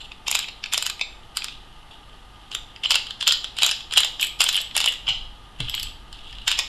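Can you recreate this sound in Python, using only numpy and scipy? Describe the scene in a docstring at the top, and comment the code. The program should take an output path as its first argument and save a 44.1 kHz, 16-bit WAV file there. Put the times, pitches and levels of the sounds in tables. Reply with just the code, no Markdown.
"""Flashlight switches are clicked in quick, rattling runs in a small living room.
Each contact is a short noise crack in the hollow torch body, the brighter the harder it is.
A spring pings now and then, and a smaller switch chimes: both are fading, wavering sines.
The thumb drags and rattles the loose button along: shaped noise and small ticks.
Two dull bumps, the room's echo, a low rumble and a faint steady hiss reach a mono microphone."""
import sys
import numpy as np
from scipy import signal
from scipy.fft import rfft, irfft, next_fast_len
from scipy.io import wavfile
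from scipy.ndimage import uniform_filter1d

SR = 44100
rng = np.random.default_rng(int(sys.argv[2]) if len(sys.argv) > 2 else 0)


def to_wav(sig):
    """Store sig (one row per channel, or 1-D mono) as 16-bit WAV at the path in sys.argv[1].

    Samples outside -1..1 are clipped; the rate is SR.
    """
    pcm = np.clip(np.atleast_2d(sig), -1, 1) * 32767
    pcm = np.round(pcm).astype(np.int16)
    wavfile.write(sys.argv[1], SR, pcm.T)  # frames by channels


N = 294573

# contacts of the smaller, thinner switch: start_s, level_db (before a common trim),
# hardness_db (snap register against main register)
SMALL_SWITCH_CLICKS = [(4.212, -32.5, 3), (4.222, -21, -28), (4.228, -16, -17), (4.247, -32.5, -2.5),
                       (4.27, -34, -3), (4.528, -27, -12), (4.545, -19, -25), (4.555, -17, -28),
                       (4.566, -24.5, -7.5), (4.615, -32, -4.5), (4.886, -28.5, -8), (5.697, -27, -14),
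                       (5.75, -29, -6.5), (5.798, -26.5, -17), (5.831, -27.5, -8), (5.87, -32.5, -37)]
# strokes of the thumb over button and casing: start_s, length_s, level_db (at the start of the stroke)
THUMB_STROKES = [(0, 0.054, -41), (0.264, 0.18, -31.5), (0.717, .1, -36.5), (0.842, 0.057, -35.5),
                 (1.347, 0.19, -44), (1.907, 0.066, -51.5), (2.514, 0.031, -37.5), (2.833, 0.034, -30),
                 (2.901, 0.11, -36), (3.207, 0.028, -30), (3.269, 0.056, -26.5), (3.567, 0.039, -30.5),
                 (3.621, 0.076, -25), (3.922, 0.013, -29), (3.959, 0.052, -28.5), (4.194, .05, -27),
                 (4.401, 0.083, -29), (4.522, 0.087, -30), (4.753, 0.12, -33.5), (5.584, 0.32, -41),
                 (6.136, 0.4, -47), (6.465, 0.085, -27)]
STROKE_SAG_DB = 6  # the thumb eases off by this much over the stroke's length


def amp(db):
    """Amplitude factor of a level in dB."""
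    return 10 ** (np.asarray(db) / 20)


def unit(x):
    """Scaled to rms 1."""
    return x / np.sqrt(np.mean(x ** 2) + 1e-20)


def along(points, hz):
    """(Hz, value) points read on a log frequency axis."""
    f, v = np.transpose(points)
    return np.interp(np.log(hz + 1), np.log(f + 1), v)


def curve(rows):
    """(s, value) rows as one value per sample."""
    return np.interp(np.arange(N) / SR, *np.transpose(rows))


def filtered(x, response):
    """x shaped by a response of frequency."""
    m = next_fast_len(len(x) + SR // 20)
    spectrum = rfft(x, m) * response(np.fft.rfftfreq(m, 1 / SR))
    return irfft(spectrum, m)[:len(x)]


def resonances(modes, f):
    """Causal response of (Hz, width Hz, dB) modes, added with alternating sign."""
    total = 0
    for k, (centre, width, db) in enumerate(modes):
        damping = 1j * f * width
        total = total + (-1) ** k * amp(db) * damping / (centre * centre - f * f + damping)
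    return total


def noise(colour):
    """Noise of rms 1 with the given spectral shape."""
    return unit(filtered(rng.standard_normal(N), lambda f: amp(along(colour, f))))


def add(track, s, sound):
    """Mix a sound into the track from time s on."""
    start = max(0, round(s * SR))
    part = track[start:start + len(sound)]
    part += sound[:len(part)]


def contact(band_db, ring_hz, lead, soft_stretch):
    """The button slides, snaps home and chatters; the hollow body colours the crack."""
    # registers of a click (main, knock, snap, sheen): low_hz, high_hz
    registers = [(2050, 6000), (450, 1900), (6000, 10500), (10500, 14200)]
    # resonances of the torch body: centre_hz, width_hz, level_db
    body_modes = [(370, 1500, -16.5), (963, 926, -6), (1550, 860, -4), (2120, 434, -2.5), (2619, 114, 6),
                  (2661, 102, 8), (3044, 282, 5.5), (3616, 230, 3.5), (3910, 300, 2), (5050, 590, -1.5),
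                  (7250, 493, 4.5), (9350, 820, 0), (11660, 680, -1.5), (13840, 300, -1.5)]
    rise_s, crack_s = 0.00046, 0.0005  # of a hard snap
    slide_db, slide_s = -17, 0.0066  # before the snap
    chatter_db, chatter_s = -15, 0.0067  # after it
    heavy_from_db, heavy_slope = -21.5, 0.66  # above this level: dB more chatter per dB
    grain_db, evenness, strike_db = 6, 0.093, 3
    ring_db, soft_ring, ring_width_hz = -2, 0.86, 520  # soft_ring: dB more ring per dB of softness
    hard_corner_hz, softness_per_octave_db = 10700, 18.3  # a soft contact loses its highs

    t = np.arange(-round(lead * SR), SR // 25) / SR
    # a softer contact sounds the cavity more; where stretched, it also lasts longer
    softness_db = max(0, band_db[0] - band_db[2] - 6.5)
    snap_s = np.where(t < 0, rise_s, crack_s)
    snap = np.exp(-abs(t) / snap_s / (1 + soft_stretch * softness_db))

    # slide and chatter are many tiny catches of uneven strength
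    catches = unit(filtered(rng.standard_normal(len(t)), lambda f: f < 600))
    heavy_db = heavy_slope * max(0, band_db[0] - heavy_from_db)
    slide = amp(slide_db) * np.exp(-abs(t) / slide_s)
    chatter = amp(chatter_db + heavy_db) * np.exp(-abs(t) / chatter_s)
    scrape = np.where(t < 0, slide, chatter) * unit(amp(grain_db * catches))

    # the force is a short noise burst, its spectrum very slightly evened out
    force = rfft((snap + scrape) * rng.standard_normal(len(t)))
    force = irfft(force / uniform_filter1d(abs(force), size=25) ** evenness, len(t))

    # each blow lands on another spot and favours other modes
    body = [(hz, width, db + strike_db * rng.standard_normal()) for hz, width, db in body_modes]
    corner_hz = hard_corner_hz * 2 ** (-softness_db / softness_per_octave_db)

    def hollow_body(f):
        # squaring the cavity resonance narrows it
        cavity = amp(ring_db + soft_ring * softness_db) * resonances([(ring_hz, ring_width_hz, 0)], f) ** 2
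        return (resonances(body, f) + cavity) / (1 + (f / corner_hz) ** 4)

    crack = filtered(force, hollow_body)

    # each register gets its level as an rms over the few milliseconds of the blow
    blow = .0045 * SR
    sound = np.zeros(len(t))
    for (lo, hi), db in zip(registers, band_db):
        def register(f):
            low_edge = 1 + (lo / (f + 1)) ** min(lo / 150, 18)
            return 1 / low_edge / (1 + (f / hi) ** 20)

        part = filtered(crack, register)
        sound += amp(db) * part / np.sqrt(np.sum(part ** 2) / blow)
    return sound


def click(s, db, hardness_db, sheen_law, knock_db=0, soft_stretch=0.044):
    """One contact as (start s, sound): its hardness sets the balance of all four registers."""
    # ring of the torch cavity, shifting with the grip: time_s, ring_hz (before scatter)
    cavity_ring = [(.1, 2710), (1.4, 2540), (2.9, 3030), (3.3, 3283), (4.6, 3170), (4.8, 3470),
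                   (4.88, 3010), (5.7, 3150), (6.6, 2880)]
    lead = .02  # s of sliding ahead of the snap
    # laws of hardness: dB at hardness 0, dB per dB of hardness
    knock = knock_db - 9 + 0.33 * hardness_db
    knock -= 0.16 * max(0, db + 20.5)  # the knock grows less in clicks above -20.5 dB
    sheen = sheen_law[0] + sheen_law[1] * hardness_db
    scatter_hz = 112 * rng.uniform(-1.4, 1)  # from contact to contact
    ring_hz = np.interp(s, *np.transpose(cavity_ring)) + scatter_hz
    band_db = db + np.array([0, knock, hardness_db, sheen])
    return s - lead, contact(band_db, ring_hz, lead, soft_stretch)


def switch_clicks(trim_db=0.97):
    """Both switches snap in their hollow bodies; the smaller one knocks less."""
    # contacts of the main switch: start_s, level_db (before the trim),
    # hardness_db (snap register against main register)
    main_clicks = [(0.119, -33.5, -23.5), (.282, -20.5, -6.5), (0.314, -25.5, 5.5), (.352, -15.5, -5),
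                   (.391, -25, -1), (.486, -29, -20), (.64, -23.5, -20.5), (.66, -29, -17),
                   (0.725, -26, -23), (.736, -18.5, -3), (.744, -20.5, -10), (.778, -19.5, -3.5),
                   (.825, -23, -3), (0.865, -21, -3.5), (0.899, -24.5, -5), (.995, -34, -16),
                   (1.013, -18, -21.5), (1.371, -20.5, -4), (1.421, -27.5, -24), (1.444, -26.5, -4.5),
                   (1.484, -29, -24), (2.517, -33, -16), (2.55, -22, -7.5), (2.762, -37, -21.5),
                   (2.837, -28.5, -19), (2.849, -24, -26), (2.858, -17.5, -32), (2.907, -12, -10),
                   (2.918, -16.5, -10), (2.944, -16.5, -16), (2.955, -13.5, -10), (3.069, -31, -17),
                   (3.108, -27, -17), (3.227, -21.5, -15.5), (3.27, -12.5, -30), (3.277, -12.5, -5),
                   (3.288, -24, -23), (3.294, -21, -21), (3.31, -16, -27), (3.323, -16, -8),
                   (3.444, -23.5, -16), (3.587, -23.5, -9.5), (3.622, -14.5, -15), (3.632, -13, -6),
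                   (3.644, -30, -0.5), (3.664, -20.5, 1), (3.692, -20.5, -13), (3.713, -18.5, -9.5),
                   (3.807, -31.5, -20), (3.91, -31, -20), (3.937, -22.5, -8), (3.966, -19, -30),
                   (3.974, -7.5, -10.5), (3.98, -16, -3.5), (4.004, -23.5, 0), (4.033, -17, -25),
                   (4.047, -23, -4.5), (4.398, -28, -27), (4.406, -10.5, -9), (4.417, -17, -3.5),
                   (4.441, -22.5, 1.5), (4.466, -19.5, -23), (4.489, -15.5, -7), (4.576, -18, -34),
                   (4.712, -35, -26), (4.752, -26, -19), (4.766, -18.5, -1), (4.778, -18.5, -4.5),
                   (4.804, -19, -7), (4.815, -23, -12), (4.842, -18.5, -13), (4.86, -17.5, -6),
                   (4.876, -13.5, -33), (4.923, -30, -7), (4.938, -33, -11), (5.07, -27, -25.5),
                   (5.08, -17.5, -30), (5.088, -19.5, -17), (5.604, -22.5, -15.5), (5.685, -26.5, -29),
                   (5.742, -21, -29), (5.779, -24, -29), (6.129, -37, -11), (6.328, -37.5, -20),
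                   (6.385, -36, -22), (6.479, -14.5, -8.5), (6.515, -18, -9), (6.59, -15.5, -8)]
    track = np.zeros(N)
    for s, db, hardness_db in main_clicks:
        add(track, *click(s, db + trim_db, hardness_db, sheen_law=(-10, 1.3)))
    for s, db, hardness_db in SMALL_SWITCH_CLICKS:
        add(track, *click(s, db + trim_db, hardness_db, sheen_law=(-1.8, 0.6), knock_db=-8.5))
    return track


def rattle():
    """During a firm stroke the loose button ticks at uneven intervals, louder under a firmer thumb."""
    gap_s, level_db, hardness_db, scatter_db = .013, 4, -15.5, 5.5  # level against the stroke
    firm_above_db = -41  # lighter strokes only rub
    track = np.zeros(N)
    for start, length, db in THUMB_STROKES:
        for k, (slip, strength, hardness) in enumerate(rng.uniform(-1, 1, size=(24, 3))):
            delay = gap_s * (k + .5 + .5 * slip)
            if delay < length and db > firm_above_db:
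                sag_db = STROKE_SAG_DB * delay / length
                tick_db = db + level_db + scatter_db * strength - sag_db
                tick_hardness_db = hardness_db + scatter_db * hardness
                # the ticks have a duller sheen than the clicks
                tick = click(start + delay, tick_db, tick_hardness_db, sheen_law=(-21, 1.2), soft_stretch=0)
                add(track, *tick)
    return track


def handling(grain_db=4, grain_hz=90):
    """The thumb drags over the casing in small uneven slips; each stroke rises, sags and lets go."""
    # colour of the rubbing: frequency_hz, relative_level_db (per Hz)
    rub_colour = [(800, -56.5), (1500, -16.5), (2100, -24.5), (2900, 2.5), (3300, 1.5), (4200, -13.5),
                  (5000, -17), (6100, -26), (7200, -22), (11700, -33.5), (14000, -59)]
    attack_s, release_s = 0.0047, 0.013
    pressure = np.full(N, amp(-59))  # the hand never lies quite still
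    t = np.arange(SR // 2) / SR
    for start, length, db in THUMB_STROKES:
        rise = np.minimum(t / attack_s, 1)
        release = np.exp(-np.maximum(t - length, 0) / release_s)
        add(pressure, start, rise * release * amp(db - STROKE_SAG_DB * t / length))
    slips = unit(filtered(rng.standard_normal(N), lambda f: 1 / (1 + (f / grain_hz) ** 2)))
    return pressure * unit(noise(rub_colour) * amp(grain_db * slips))


def ringing(events, modes, attack_s, blur_hz):
    """Blows on a set of modes; reflections make each fading line waver."""
    track, t = np.zeros(N), np.arange(SR // 2) / SR
    for s, db in events:
        for hz, mode_db, t60 in modes:
            waver = unit(filtered(rng.standard_normal(len(t)), lambda f: 1 / (1 + (f / blur_hz) ** 2)))
            line = np.sin(2 * np.pi * hz * t + waver)
            fade = amp(db + mode_db - 60 * t / t60)
            add(track, s, line * fade * (1 - np.exp(-t / attack_s)))
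    return track


def spring_pings():
    """The plucked spring rings in a few high modes."""
    # plucks of the spring: start_s, level_db
    plucks = [(.004, -40), (.352, -35), (1.013, -29.5), (2.858, -28.5), (3.631, -36), (3.973, -27),
              (4.417, -36), (6.591, -47)]
    # modes of the spring: pitch_hz, level_db (added to the pluck), t60_s
    spring_modes = [(7400, -17, .5), (7480, -11, .13), (4080, -3, .18)]
    return ringing(plucks, spring_modes, attack_s=.0006, blur_hz=58.46)


def small_switch_chimes():
    """The smaller switch sings higher, following the treble of each of its clicks."""
    # modes of the smaller switch: pitch_hz, level_db (added to the chime), t60_s
    chime_modes = [(6800, -11, 0.15), (7800, 3, 0.3), (8500, -12, 0.29), (11000, -20, 0.077)]
    # 7 dB below the snap register of the untrimmed click
    chimes = [(s, db + hardness_db - 7) for s, db, hardness_db in SMALL_SWITCH_CLICKS]
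    return ringing(chimes, chime_modes, attack_s=0.0022, blur_hz=160)


def handling_bumps():
    """Dull bumps of handling ring in a set of low modes."""
    # bumps: start_s, level_db
    bump_events = [(5.082, -40.5), (5.598, -29.5)]
    # modes of a bump: pitch_hz, level_db (added to the bump), t60_s
    low_modes = [(121, 4, 0.3), (146, -9, 0.25), (195, -12.5, 0.12), (289, -6, 0.16), (455, -13, 0.17),
                 (637, -10, 0.095)]
    return ringing(bump_events, low_modes, attack_s=0.0034, blur_hz=20.6)


def room_tail(build_s=0.00073, early_db=3, early_s=0.03):
    """A diffuse echo: near walls first, then a decay whose speed depends on frequency."""
    # decay of the living room: frequency_hz, t60_s
    decay_times = [(400, 1), (1400, 0.35), (3300, 0.47), (7500, 0.39), (13000, 0.4)]
    # colour of the echo: frequency_hz, level_db
    echo_colour = [(300, -2.5), (1200, -5), (2000, 2), (2500, -2), (3150, -1), (4000, 4), (5100, -1.5),
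                   (6000, -2.5), (7500, -5), (9500, -13), (12000, -7), (15000, -11)]
    hz, t, z = signal.stft(rng.standard_normal(SR // 2), SR, nperseg=256)
    decay = amp(-60 * t / along(decay_times, hz)[:, None])
    tail = signal.istft(z * decay, SR, nperseg=256)[1]
    t = np.arange(len(tail)) / SR
    build = 1 - np.exp(-(t / build_s) ** 2)
    tail = tail * build * amp(early_db * np.exp(-t / early_s))
    # energy 1 before the colour
    return filtered(tail / np.linalg.norm(tail), lambda f: amp(along(echo_colour, f)))


def room(direct):
    """The echo of clicks, rattle and rubbing; sounds within each ninth of a second share one random tail."""
    # echo against direct sound as the torch is turned and moved: time_s, level_db (before echo colour)
    echo_level = [(.3, -6.5), (3.2, -4.5), (3.7, -3.5), (4.85, -4.5), (5.08, 3.5), (5.7, -3)]
    sent, echo = direct * amp(curve(echo_level)), np.zeros(N)
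    step = SR // 9
    for start in range(0, N, step):
        add(echo, start / SR, signal.fftconvolve(sent[start:start + step], room_tail()))
    return echo


def background(hiss_db=-51, hollow_db=-57):
    """Steady hiss with two hollow notes, over a low rumble of changing level."""
    # colour of the hiss: frequency_hz, relative_level_db (per Hz)
    hiss_colour = [(110, -3), (180, -3), (364, -5.5), (578, -10.5), (836, -0.5), (988, -7.5), (1210, -12.5),
                   (1600, -9.5), (1690, -10.5), (2110, -11), (2230, -18), (2940, -8), (6520, -26),
                   (11600, -26.5), (15000, -74)]
    # hollow notes in the hiss: centre_hz, width_hz, relative_level_db
    hollow_modes = [(894, 16, -1.5), (1224, 51, 1.5)]
    # colour of the rumble: frequency_hz, relative_level_db (per Hz)
    rumble_colour = [(12, 1), (22, 7.5), (33, -8), (45, 8), (56, -7.5), (75, -9), (115, -9.5), (177, -23),
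                     (290, -24), (480, -84)]
    # course of the rumble: time_s, level_db
    rumble_level = [(0, -47.5), (4.95, -47), (5.12, -38), (5.5, -45.5), (5.62, -37), (5.95, -40),
                    (6.08, -44), (6.68, -44)]
    hiss = amp(hiss_db) * noise(hiss_colour)
    hollow = unit(filtered(rng.standard_normal(N), lambda f: resonances(hollow_modes, f)))
    rumble = amp(curve(rumble_level)) * noise(rumble_colour)
    return hiss + amp(hollow_db) * hollow + rumble


def scene():
    """Clicks, rattle and rubbing with their echo, springs, bumps and room noise, alike in both channels."""
    torch = switch_clicks() + rattle() + handling()
    rings = spring_pings() + small_switch_chimes() + handling_bumps()
    mono = torch + room(torch) + rings + background()
    return np.array([mono, mono])


def record(dry):
    """Peaks are rounded off towards 0.85 of full scale; the recorder cuts steeply above its band limit."""
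    top_hz = 15000
    rounded = dry / (1 + abs(dry / .85) ** 5) ** (1 / 5)
    return signal.sosfilt(signal.butter(20, top_hz, fs=SR, output="sos"), rounded)


dry = scene()
out = record(dry)
to_wav(out)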